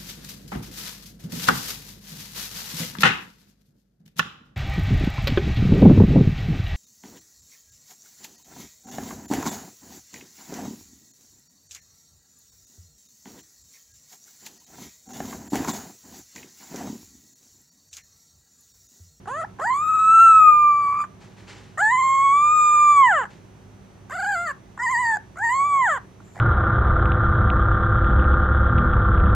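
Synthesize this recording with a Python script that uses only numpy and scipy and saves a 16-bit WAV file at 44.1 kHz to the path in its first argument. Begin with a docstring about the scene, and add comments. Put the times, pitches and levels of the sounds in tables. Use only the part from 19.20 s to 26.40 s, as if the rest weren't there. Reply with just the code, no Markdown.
"""In a quiet room, a very young puppy cries in its sleep in a plastic laundry basket, close to a camera.
Its cries start with a creak, and most rise to a thin whine and sink again; a high nasal ring rides along.
The voice is a stack of overtones shaped by throat, muzzle and nose, with rough noise mixed in.
Lips tick and fur brushes the bedding (short bursts of noise); an appliance hums (steady tones)
behind the camera's own faint whistle and a bed of room noise."""
import sys
import numpy as np
from scipy import signal
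from scipy.fft import rfft, irfft, next_fast_len
from scipy.io import wavfile
from scipy.ndimage import uniform_filter1d, map_coordinates

SR = 44100
rng = np.random.default_rng(int(sys.argv[2]) if len(sys.argv) > 2 else 0)


def generate_wav(signal):
    """Clip the signal to [-1, 1] and save it as 16-bit WAV at the path in sys.argv[1]."""
    frames = np.transpose(np.atleast_2d(signal))
    scaled = np.clip(frames, -1, 1) * 32767
    pcm = np.round(scaled).astype(np.int16)
    wavfile.write(sys.argv[1], SR, pcm)


N = 317520

# colour given by throat, muzzle and basket: (frequency [Hz], level [dB])
THROAT = [(350, -20), (900, 2), (1250, 0), (1850, 0), (2150, -19), (2400, -26), (2560, -30.5),
          (3050, -24.5), (3900, -36.5), (4650, -36.5), (5700, -54), (7050, -23), (7950, -25.5), (9300, -62),
          (11000, -48), (14000, -82.5)]
# colour of air leaving the nose: (frequency [Hz], relative level [dB per Hz])
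NOSE_AIR = [(5000, -41.5), (6200, -16.5), (7100, 8.5), (8000, -3.5), (9400, -27), (11000, -11.5),
            (11900, -9.5), (13000, -28), (15500, -38)]
NASAL_HZ = 5600  # overtones above this leave through the nose
TOP_HZ = 15700  # upper limit of the sound


def puppy():
    """The cries, one after another, and the small noises of mouth and nose."""
    # pitch of the vocal folds, one curve per cry: (time [s], pitch [Hz])
    pitch_curves = [
        [(0.07, 358.7), (0.108, 500), (0.2, 678.4), (0.226, 613), (0.24, 702), (0.254, 997)],
        [(0.392, 422.6), (0.404, 513.6), (0.416, 572), (0.424, 628), (0.436, 658), (0.46, 877), (0.506, 1014),
         (0.586, 1172), (0.644, 1254), (0.88, 1302), (1.03, 1351), (1.304, 1224), (1.69, 1140), (1.808, 1186),
         (1.832, 1167), (1.855, 1230)],
        [(2.575, 585), (2.585, 604), (2.625, 841.3), (2.685, 877.6), (2.735, 1015), (2.9, 1081), (3.115, 1108),
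         (3.19, 1177), (3.35, 1229), (3.45, 1209), (3.7, 1188), (3.82, 1092), (3.882, 948), (3.93, 708),
         (4.02, 465.2), (4.049, 379)],
        [(4.893, 388.5), (4.94, 688.5), (5.035, 768), (5.088, 820), (5.138, 785.5), (5.161, 683),
         (5.245, 705.6), (5.326, 515)],
        [(5.588, 898), (5.65, 1047), (5.674, 910.4), (5.714, 1072), (5.758, 915), (5.81, 1017), (5.852, 933.5),
         (5.906, 908.6), (5.976, 819)],
        [(6.156, 666), (6.168, 653), (6.244, 943), (6.28, 909), (6.358, 1078), (6.496, 1163), (6.602, 1066),
         (6.654, 941.5), (6.698, 652.4), (6.768, 501), (6.786, 368)],
    ]
    # loudness, one curve per cry: (time [s], level of the voice [dB], level of its nasal ring [dB])
    loudness_curves = [
        [(0.07, -35, -68), (0.08, -31, -58), (0.1, -31, -56.5), (0.228, -28, -54.5), (0.254, -29.5, -84)],
        [(0.392, -25, -61), (0.4, -30.5, -58.5), (0.432, -26.5, -49), (0.496, -19.5, -48),
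         (0.506, -19.5, -52.5), (0.578, -24.5, -46), (0.7, -18, -49.5), (0.798, -18, -47), (1.026, -8.5, -41.5),
         (1.124, -11, -42.5), (1.292, -8, -51), (1.316, -13, -51), (1.426, -14.5, -51.5), (1.454, -13.5, -55.5),
         (1.65, -21, -58.5), (1.76, -23, -63), (1.816, -24, -50.5), (1.855, -37.5, -66)],
        [(2.575, -27.5, -47), (2.591, -24.5, -40.5), (2.627, -17, -42), (2.841, -19.5, -41.5),
         (2.887, -19, -41), (3.067, -15.5, -45), (3.153, -16, -45), (3.433, -16, -34.5), (3.711, -13, -37.5),
         (3.757, -15.5, -40), (3.781, -12, -40.5), (3.823, -11.5, -49), (3.851, -13.5, -44), (3.995, -21, -48),
         (4.049, -30.5, -59)],
        [(4.893, -38.5, -53), (4.925, -32.5, -52), (5.093, -22, -45.5), (5.195, -26, -47), (5.261, -28, -52),
         (5.277, -25.5, -44), (5.315, -29, -53), (5.326, -43, -63)],
        [(5.588, -32, -51), (5.6, -27.5, -55.5), (5.636, -25.5, -43.5), (5.68, -20, -44), (5.71, -26, -41.5),
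         (5.752, -19, -41.5), (5.8, -22.5, -42), (5.896, -19, -44.5), (5.942, -22, -47), (5.968, -27, -48),
         (5.976, -24, -49)],
        [(6.156, -39.5, -65), (6.188, -35.5, -51.5), (6.206, -28.5, -58.5), (6.242, -19.5, -44.5),
         (6.374, -22, -41.5), (6.406, -18.5, -45), (6.494, -23, -48.5), (6.544, -17.5, -47),
         (6.648, -18.5, -46.5), (6.718, -20.5, -41.5), (6.774, -29.5, -53.5), (6.786, -31.5, -62)],
    ]
    # how each cry is voiced: (opening creak [0-1], closing creak [0-1], hoarseness [0-1],
    # pressing at the start [dB], pressing at the end [dB],
    # fall from one low overtone to the next [dB], mouth opening [dB])
    voicings = [(0.3, 0.5, 0.07, -1, -4.5, 6.5, -1), (0.5, 0.5, 0.08, -3.5, 2, 7, -4.5),
                (.35, .5, .06, 2, 0, 1.5, -3), (.8, .25, .06, -2, 3, -1.5, 0.5),
                (.3, .6, .09, 6.5, -2, -1, -4.5), (.4, .4, .06, 1, 1, 0.5, -5.5)]
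    # the head in each cry: (time the jaw takes to drop [s], muzzle resonance when open [Hz],
    # at the end [Hz], its boost [dB], nostril resonance [Hz], its boost [dB])
    heads = [(.06, 7600, 5200, 22, 9450, 26), (0.11, 3850, 4950, 19.5, 11100, 13.5),
             (.07, 3490, 2890, 13.5, 10000, 6.5), (0.026, 4600, 4520, 18.5, 11400, 14),
             (0.063, 4470, 4760, 23, 18000, -5), (.27, 3200, 2950, 15.5, 11400, 6)]
    voice = np.zeros(N)
    for melody, loudness, voicing, head in zip(pitch_curves, loudness_curves, voicings, heads):
        add(voice, loudness[0][0], cry(melody, loudness, voicing, head))
    return voice + lip_ticks() + toneless_creak() + sniff()


def cry(melody, loudness, voicing, head, throb_db=3, shimmer_rate=280, sway_db=0.34,
        air_db=-47, rasp_db=-14, nasal_air_db=-21, nasal_rasp_db=4,
        muzzle_air_db=-50, nostril_air_db=-20, attack_s=0.0064, release_s=.003):
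    """Overtones of the vocal folds glide through resonances; roughness shakes them and lets air through."""
    # a second, weak vibration of the folds:
    # (start [s], end [s], multiple of the pitch, level relative to the voice [dB])
    side_tones = [(3.246, 3.914, 1.5, -40.5), (5.582, 5.627, 1.5, -10.5), (5.81, 5.96, 1.5, -37),
                  (6.32, 6.636, .68, -28), (6.341, 6.63, .54, -34)]
    swell_db_per_octave = 19  # the voice swells on the crests of a quaver, as pitch passes its melody
    creak, end_creak, hoarseness = voicing[:3]
    nostril_hz, nostril_db = head[4:]
    t = np.arange(round(loudness[0][0] * SR), round(loudness[-1][0] * SR)) / SR
    pitch, phase, rough, slip = folds(t, melody, creak, end_creak, hoarseness)
    level_db, ring_db = curves(loudness, t)
    level_db = level_db + swell_db_per_octave * np.log2(pitch / curves(melody, t)[0])
    muzzle_hz, muzzle_db = muzzle(t, pitch, head)
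    k = np.arange(1, 31)[:, None]  # overtone numbers; 1 is the pitch itself
    hz = k * pitch
    balance_db = overtone_balance(t, k, pitch, rough, ring_db - level_db, voicing)
    peak_db = (muzzle_db / (1 + ((hz - muzzle_hz) / 270) ** 2)
               + nostril_db / (1 + ((hz - nostril_hz) / 500) ** 2))
    gain = amp(along(THROAT, hz) + balance_db + peak_db) * (hz < TOP_HZ)
    waves = np.sin(k * phase + rng.uniform(0, 2 * np.pi, k.shape))

    def stack(gains):
        """Overtones added up and held to an even loudness."""
        return np.sqrt(2) * (gains * waves).sum(0) / np.sqrt((gains ** 2).sum(0) + 1e-20)

    # the highest overtones leave through the nose, at a level of their own
    nasal = np.clip((hz - NASAL_HZ) / 400 + .5, 0, 1)
    # air escapes in one puff per cycle and whistles faintly in the muzzle
    puffs = 1 + .5 * np.cos(phase)
    mouth_air = unit(filtered(noise(THROAT, len(t)) * puffs, lambda f: f < NASAL_HZ))
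    whistle = wobble(610, t) * np.sin(2 * np.pi * np.cumsum(muzzle_hz) / SR) * np.sqrt(rough)
    mouth = stack(gain * (1 - nasal))
    mouth = mouth + (amp(air_db) + amp(rasp_db) * rough) * mouth_air
    mouth = mouth + amp(muzzle_air_db + muzzle_db) * whistle
    for start, end, multiple, db in side_tones:
        mouth = mouth + amp(db) * arch(t, start, end) * np.sqrt(2) * np.sin(multiple * phase)

    hiss = amp(nasal_air_db) + amp(nasal_rasp_db) * rough
    nose = (stack(gain * nasal) + hiss * puffs * noise(NOSE_AIR, len(t))) / np.hypot(1, hiss)
    # the nostrils add a narrow band of hiss
    nostril_hiss = np.sqrt(rough) * wobble(1300, t) * np.sin(2 * np.pi * nostril_hz * t)
    nose = nose + amp(nostril_air_db + nostril_db) * nostril_hiss

    gate = np.clip(np.minimum((t - t[0]) / attack_s, (t[-1] - t) / release_s), 0, 1)
    shimmer = (1 + rough * np.tanh(wobble(shimmer_rate, t))) / np.hypot(1, rough)
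    tremble = amp(sway_db * wobble(35.1, t) + throb_db * slip) * shimmer
    return gate * tremble * (amp(level_db) * mouth + amp(ring_db) * nose)


def folds(t, melody, creak, end_creak, hoarseness, jitter_rate=280, flutter_rate=66,
          waver=0.0041, wander=0.0022):
    """Pitch, phase, roughness and slip of the vocal folds, whose uneven swing makes a cry hoarse."""
    # the pitch quavers: (start [s], end [s], rate [Hz], depth [share of the pitch])
    quavers = [(0.467, .565, 28, 0.024), (0.633, .8, 19, .014), (2.719, 2.83, 17, 0.021),
               (4.948, 5.063, 25.6, .07), (5.089, 5.14, 50, .025), (6.343, 6.473, 19, .012)]
    # the voice trembles: (start [s], end [s], slip of the folds [radians], added roughness [0-1])
    flutters = [(.52, 0.908, .05, 0.06), (1.578, 1.76, 0.24, 0.1), (1.72, 1.851, 0.58, 0.13),
                (2.733, 3.04, 0.1, 0.03), (4.958, 5.16, 0.052, .06), (5.24, 5.34, 0.086, .07),
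                (5.69, 5.721, 0.12, .2), (5.742, 5.958, .1, .04), (6.14, 6.2, .2, .35),
                (6.24, 6.36, .08, .06), (6.525, 6.77, .1, 0.04)]
    # the folds creak as they start and stop, and their hoarseness clears as a cry goes on
    creak_in_s, creak_out_s, clearing_s = 0.024, 0.022, .35
    age, remaining = t - t[0], t[-1] - t
    pitch = uniform_filter1d(curves(melody, t)[0], size=500, mode="nearest")
    pitch = pitch * (1 + waver * wobble(55, t) + wander * wobble(16, t))
    for start, end, rate_hz, depth in quavers:
        during = (t > start) * (t < end)
        pitch = pitch * (1 + depth * during * np.sin(2 * np.pi * rate_hz * (t - start)))
    hoarse = creak * np.exp(-age / creak_in_s) + end_creak * np.exp(-remaining / creak_out_s)
    hoarse = hoarse + hoarseness * np.exp(-age / clearing_s)
    # trembling folds slip and catch again in a quick, uneven beat
    beat = 2 * np.pi * flutter_rate * t + wobble(45, t)
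    slip = 0
    for start, end, radians, added_roughness in flutters:
        slip = slip + radians * arch(t, start, end)
        hoarse = hoarse + added_roughness * arch(t, start, end)
    slip = slip * (np.sin(beat) + np.sin(2 * beat) / 3)
    rough = np.clip(hoarse, 0, 1) * np.abs(1 + 0.34 * np.cos(beat))
    phase = 2 * np.pi * np.cumsum(pitch) / SR + rough * wobble(jitter_rate, t) - slip
    return pitch, phase, rough, slip


def muzzle(t, pitch, head):
    """Pitch and boost of the muzzle's narrow resonance, which moves as the jaw drops."""
    jaw_s, open_hz, end_hz, boost_db = head[:4]
    closed_hz = 5580  # where the resonance starts, with the jaw closed
    thin_from_hz, thin_span_hz = 1018, 450  # the thinnest, highest whine damps it away
    hz = open_hz + (closed_hz - open_hz) * np.exp(-(t - t[0]) / jaw_s)
    hz = hz + (end_hz - open_hz) * np.linspace(0, 1, len(t)) ** 2
    return hz, boost_db * (1 - rise(pitch, thin_from_hz, thin_span_hz))


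def overtone_balance(t, k, pitch, rough, ring_over_voice_db, voicing, ragged_db=11, drift_db=1.5):
    """Pressing the folds lifts the low overtones [dB], an open mouth the higher ones."""
    first_press_db, last_press_db, rolloff_db, opening_db = voicing[3:]
    # a higher cry is pressed harder
    slack_hz, press_db_per_octave = 550, 5.5
    # a voice that rings more in the nose is brighter all over: dB gained per dB above the usual ring
    usual_ring_db, press_per_ring, open_per_ring = -21, .15, .7
    bright_db = ring_over_voice_db - usual_ring_db
    press_db = first_press_db + (last_press_db - first_press_db) * np.linspace(0, 1, len(t))
    press_db = press_db + press_db_per_octave * np.log2(pitch / slack_hz) + press_per_ring * bright_db
    open_db = opening_db + open_per_ring * bright_db
    upper = np.clip((k * pitch - 2100) / 400, 0, 1) * (k > 2)
    # each upper overtone also drifts on its own
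    drift = np.array([wobble(25, t) for _ in k])
    low_db = press_db - rolloff_db * (k - 2)
    balance_db = (k > 1) * ((1 - upper) * low_db + upper * (open_db + drift_db * drift))
    # hoarseness makes the upper overtones ragged
    ragged = np.array([wobble(130, t) for _ in k])
    return balance_db + upper * ragged_db * np.sqrt(np.minimum(rough, .2)) * ragged


def lip_ticks(t60_s=0.041, trim_db=-2, rise_s=0.0006):
    """Lips and tongue part with a tick: a burst of noise that starts fast and dies away."""
    # (time [s], level before the trim and the fade [dB])
    ticks = [(0.057, -36.5), (0.387, -34), (1.839, -27.5), (2.574, -27), (4.053, -28), (5.575, -27.5),
             (7.002, -42.5), (7.078, -48.5)]
    track, t = np.zeros(N), np.arange(SR // 20) / SR
    for s, db in ticks:
        envelope = amp(db + trim_db - 60 * t / t60_s) * (1 - np.exp(-t / rise_s))
        add(track, s, envelope * noise(THROAT, len(t)))
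    return track


def toneless_creak(rate_hz=100, depth_db=6):
    """As the next cry gathers, slack folds let the air out in slow, uneven pops."""
    # one row: (start [s], rise time [s], level [dB])
    creak_onset = (7.145, .012, -43)
    # (frequency [Hz], relative level [dB per Hz])
    creak_colour = [(300, -18), (750, 1.5), (1100, -8), (1400, -13.5), (2000, -6), (2700, -32), (8000, -32),
                    (14000, -53.5)]
    start, rise_s, db = creak_onset
    t = np.arange(N) / SR
    pops = amp(depth_db * np.cos(2 * np.pi * rate_hz * t + wobble(39, t)))
    return amp(db) * rise(t, start, rise_s) * unit(pops * noise(creak_colour, N))


def sniff():
    """Air rushes softly through the nose before that creak, and keeps on to the end."""
    # one row: (start [s], rise time [s], level [dB])
    sniff_onset = (7.02, .04, -65)
    start, rise_s, db = sniff_onset
    return amp(db) * rise(np.arange(N) / SR, start, rise_s) * noise(NOSE_AIR, N)


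def bedding(grain_db=1.0, rise_s=.02):
    """Fur catches and slips on the fleece as the puppy shifts; each stir rises quickly and dies away."""
    # (start [s], fading time [s], peak level [dB])
    stirs = [(0.981, 0.07, -48), (1.999, 0.096, -52), (2.163, .08, -53), (2.268, .13, -45),
             (4.09, 0.07, -53.5)]
    # colour of the rubbing: (frequency [Hz], relative level [dB per Hz])
    fur_colour = [(240, -32), (400, -5.5), (539, -8), (704, -18), (793, -5), (1220, -12.5), (1960, -9),
                  (7280, -21), (14000, -50.5)]
    t = np.arange(N) / SR
    rubbing = np.zeros(N)
    for s, fade_s, db in stirs:
        fade = np.exp(-np.maximum(t - s - rise_s, 0) / fade_s)
        rubbing += amp(db) * rise(t, s, rise_s) * fade
    return rubbing * unit(noise(fur_colour, N) * amp(grain_db * wobble(130, t)))


def basket(x):
    """The basket's standing waves give each microphone port (left, right) its own level and phase."""
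    # (frequency [Hz], left level over right [dB])
    lean = [(400, -2.5), (700, -2.5), (1060, -4.5), (1160, -1), (1250, 1), (1420, 0), (1600, 2), (2200, 0),
            (2500, 3), (3300, -1.5), (6000, 0), (6600, -6), (7450, 7), (8300, -0.5), (11000, -9)]
    # (frequency [Hz], how far left leads right [radians])
    lead = [(400, 0.09), (760, -0.54), (1180, 0.68), (1380, 0.091), (1520, 0.3), (1800, -0.097),
            (2800, -.25), (5600, .05), (6500, .5), (7200, 1.1), (7650, -0.84), (9000, -1.2), (10800, .3)]

    def port_response(hz):
        half = amp(along(lean, hz) / 2) * np.exp(.5j * along(lead, hz))
        pair = np.array([half, 1 / half])
        return pair / np.abs(pair.mean(0))
    return filtered(x, port_response)


def room(x):
    """The room's echo: a short, soft tail of fading noise, with its own fading time at each frequency."""
    # (frequency [Hz], time to fall by 60 dB [s])
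    walls = [(300, 0.19), (1500, 0.24), (10000, 0.085)]
    hz, t, z = signal.stft(rng.standard_normal((2, SR // 2)), SR, nperseg=256)
    fade = amp(-60 * t / along(walls, hz)[:, None])
    tail = signal.istft(z * fade, SR, nperseg=256)[1]
    return signal.fftconvolve(x[None], tail / np.linalg.norm(tail[0]), axes=1)[:, :N]


def background(floor_db=-49, unsteady=.3):
    """Room rumble and microphone hiss are wide noise; hum and whistle are slightly unsteady tones."""
    # colour of rumble and hiss: (frequency [Hz], relative level [dB per Hz])
    floor_colour = [(15, -51), (25, -29), (55, -11), (78, -15.5), (110, -10.5), (175, -13), (225, -19),
                    (380, -18.5), (450, -23), (900, -26.5), (3170, -39.5), (6200, -47), (10000, -52),
                    (15500, -61.5)]
    # appliance hum and camera whistle:
    # (frequency [Hz], rms level before the left-right balance [dB], left leads right by [radians])
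    hum_lines = [(101.8, -54, 0.5), (193, -56.5, 1), (254.6, -64.5, 1), (377.7, -63.5, 0), (5950, -70, -2)]
    # likeness of the noise in the two ports: (frequency [Hz], left-right likeness [-1 to 1])
    alike = [(60, 0.95), (150, 1), (300, 0.66), (1000, 0.067), (8000, 0.78)]
    t = np.arange(N) / SR
    ports = np.array([[1], [-1]])  # left, right

    def turn(hz):
        return np.arccos(np.clip(along(alike, hz), -1, 1)) / 2

    # the ports share the mid noise and hear the side noise with opposite signs
    mid = filtered(noise(floor_colour, N), lambda hz: np.cos(turn(hz)))
    side = filtered(noise(floor_colour, N), lambda hz: np.sin(turn(hz)))
    hum = np.zeros((2, N))
    for hz, db, lead in hum_lines:
        phase = 2 * np.pi * hz * t + ports * lead / 2 + unsteady * wobble(8.1, t)
        hum += amp(db) * np.sqrt(2) * np.sin(phase)
    # left is 1 dB softer, right 1 dB louder
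    return (amp(floor_db) * (mid + ports * side) + hum) * amp(-ports)


def amp(db):
    """Decibels to gain."""
    return 10 ** (np.asarray(db) / 20)


def unit(x):
    """Scaled to rms 1."""
    return x / np.sqrt(np.mean(x ** 2) + 1e-20)


def along(points, hz):
    """Reads a curve of (Hz, value) points on a log frequency axis."""
    f, v = np.transpose(points)
    return np.interp(np.log(hz + 1), np.log(f + 1), v)


def curves(rows, t):
    """Each column after the time, at the times t."""
    s, *cols = np.transpose(rows)
    return [np.interp(t, s, c) for c in cols]


def wobble(rate, t):
    """A smooth random curve, with rate knots a second."""
    at = (t - t[0]) * rate
    return map_coordinates(rng.standard_normal(int(at[-1]) + 4), [at + 1])


def rise(t, start, length):
    """A straight fade-in from 0 to 1."""
    return np.clip((t - start) / length, 0, 1)


def arch(t, start, end):
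    """A rounded swell from 0 to 1 and back."""
    return np.sqrt(np.clip(4 * (t - start) * (end - t) / (end - start) ** 2, 0, 1))


def filtered(x, response):
    """Weighs each frequency of x by a response."""
    size = x.shape[-1]
    m = next_fast_len(size + SR // 4)
    return irfft(rfft(x, m) * response(np.fft.rfftfreq(m, 1 / SR)), m)[..., :size]


def noise(spectrum, size):
    """Noise of rms 1 with a (Hz, dB) spectrum."""
    return unit(filtered(rng.standard_normal(size), lambda hz: amp(along(spectrum, hz))))


def add(track, s, sound):
    """Mixes a sound in at time s [s]."""
    part = track[max(round(s * SR), 0):][:len(sound)]
    part += sound[:len(part)]


def scene():
    """The puppy in its basket, its soft echo, and the background."""
    near = puppy() + bedding()
    return basket(near) + amp(-15.5) * room(near) + background()


def record(dry):
    """The camera keeps nothing above its band limit."""
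    return filtered(dry, lambda hz: hz < TOP_HZ)


dry = scene()
out = record(dry)
generate_wav(out)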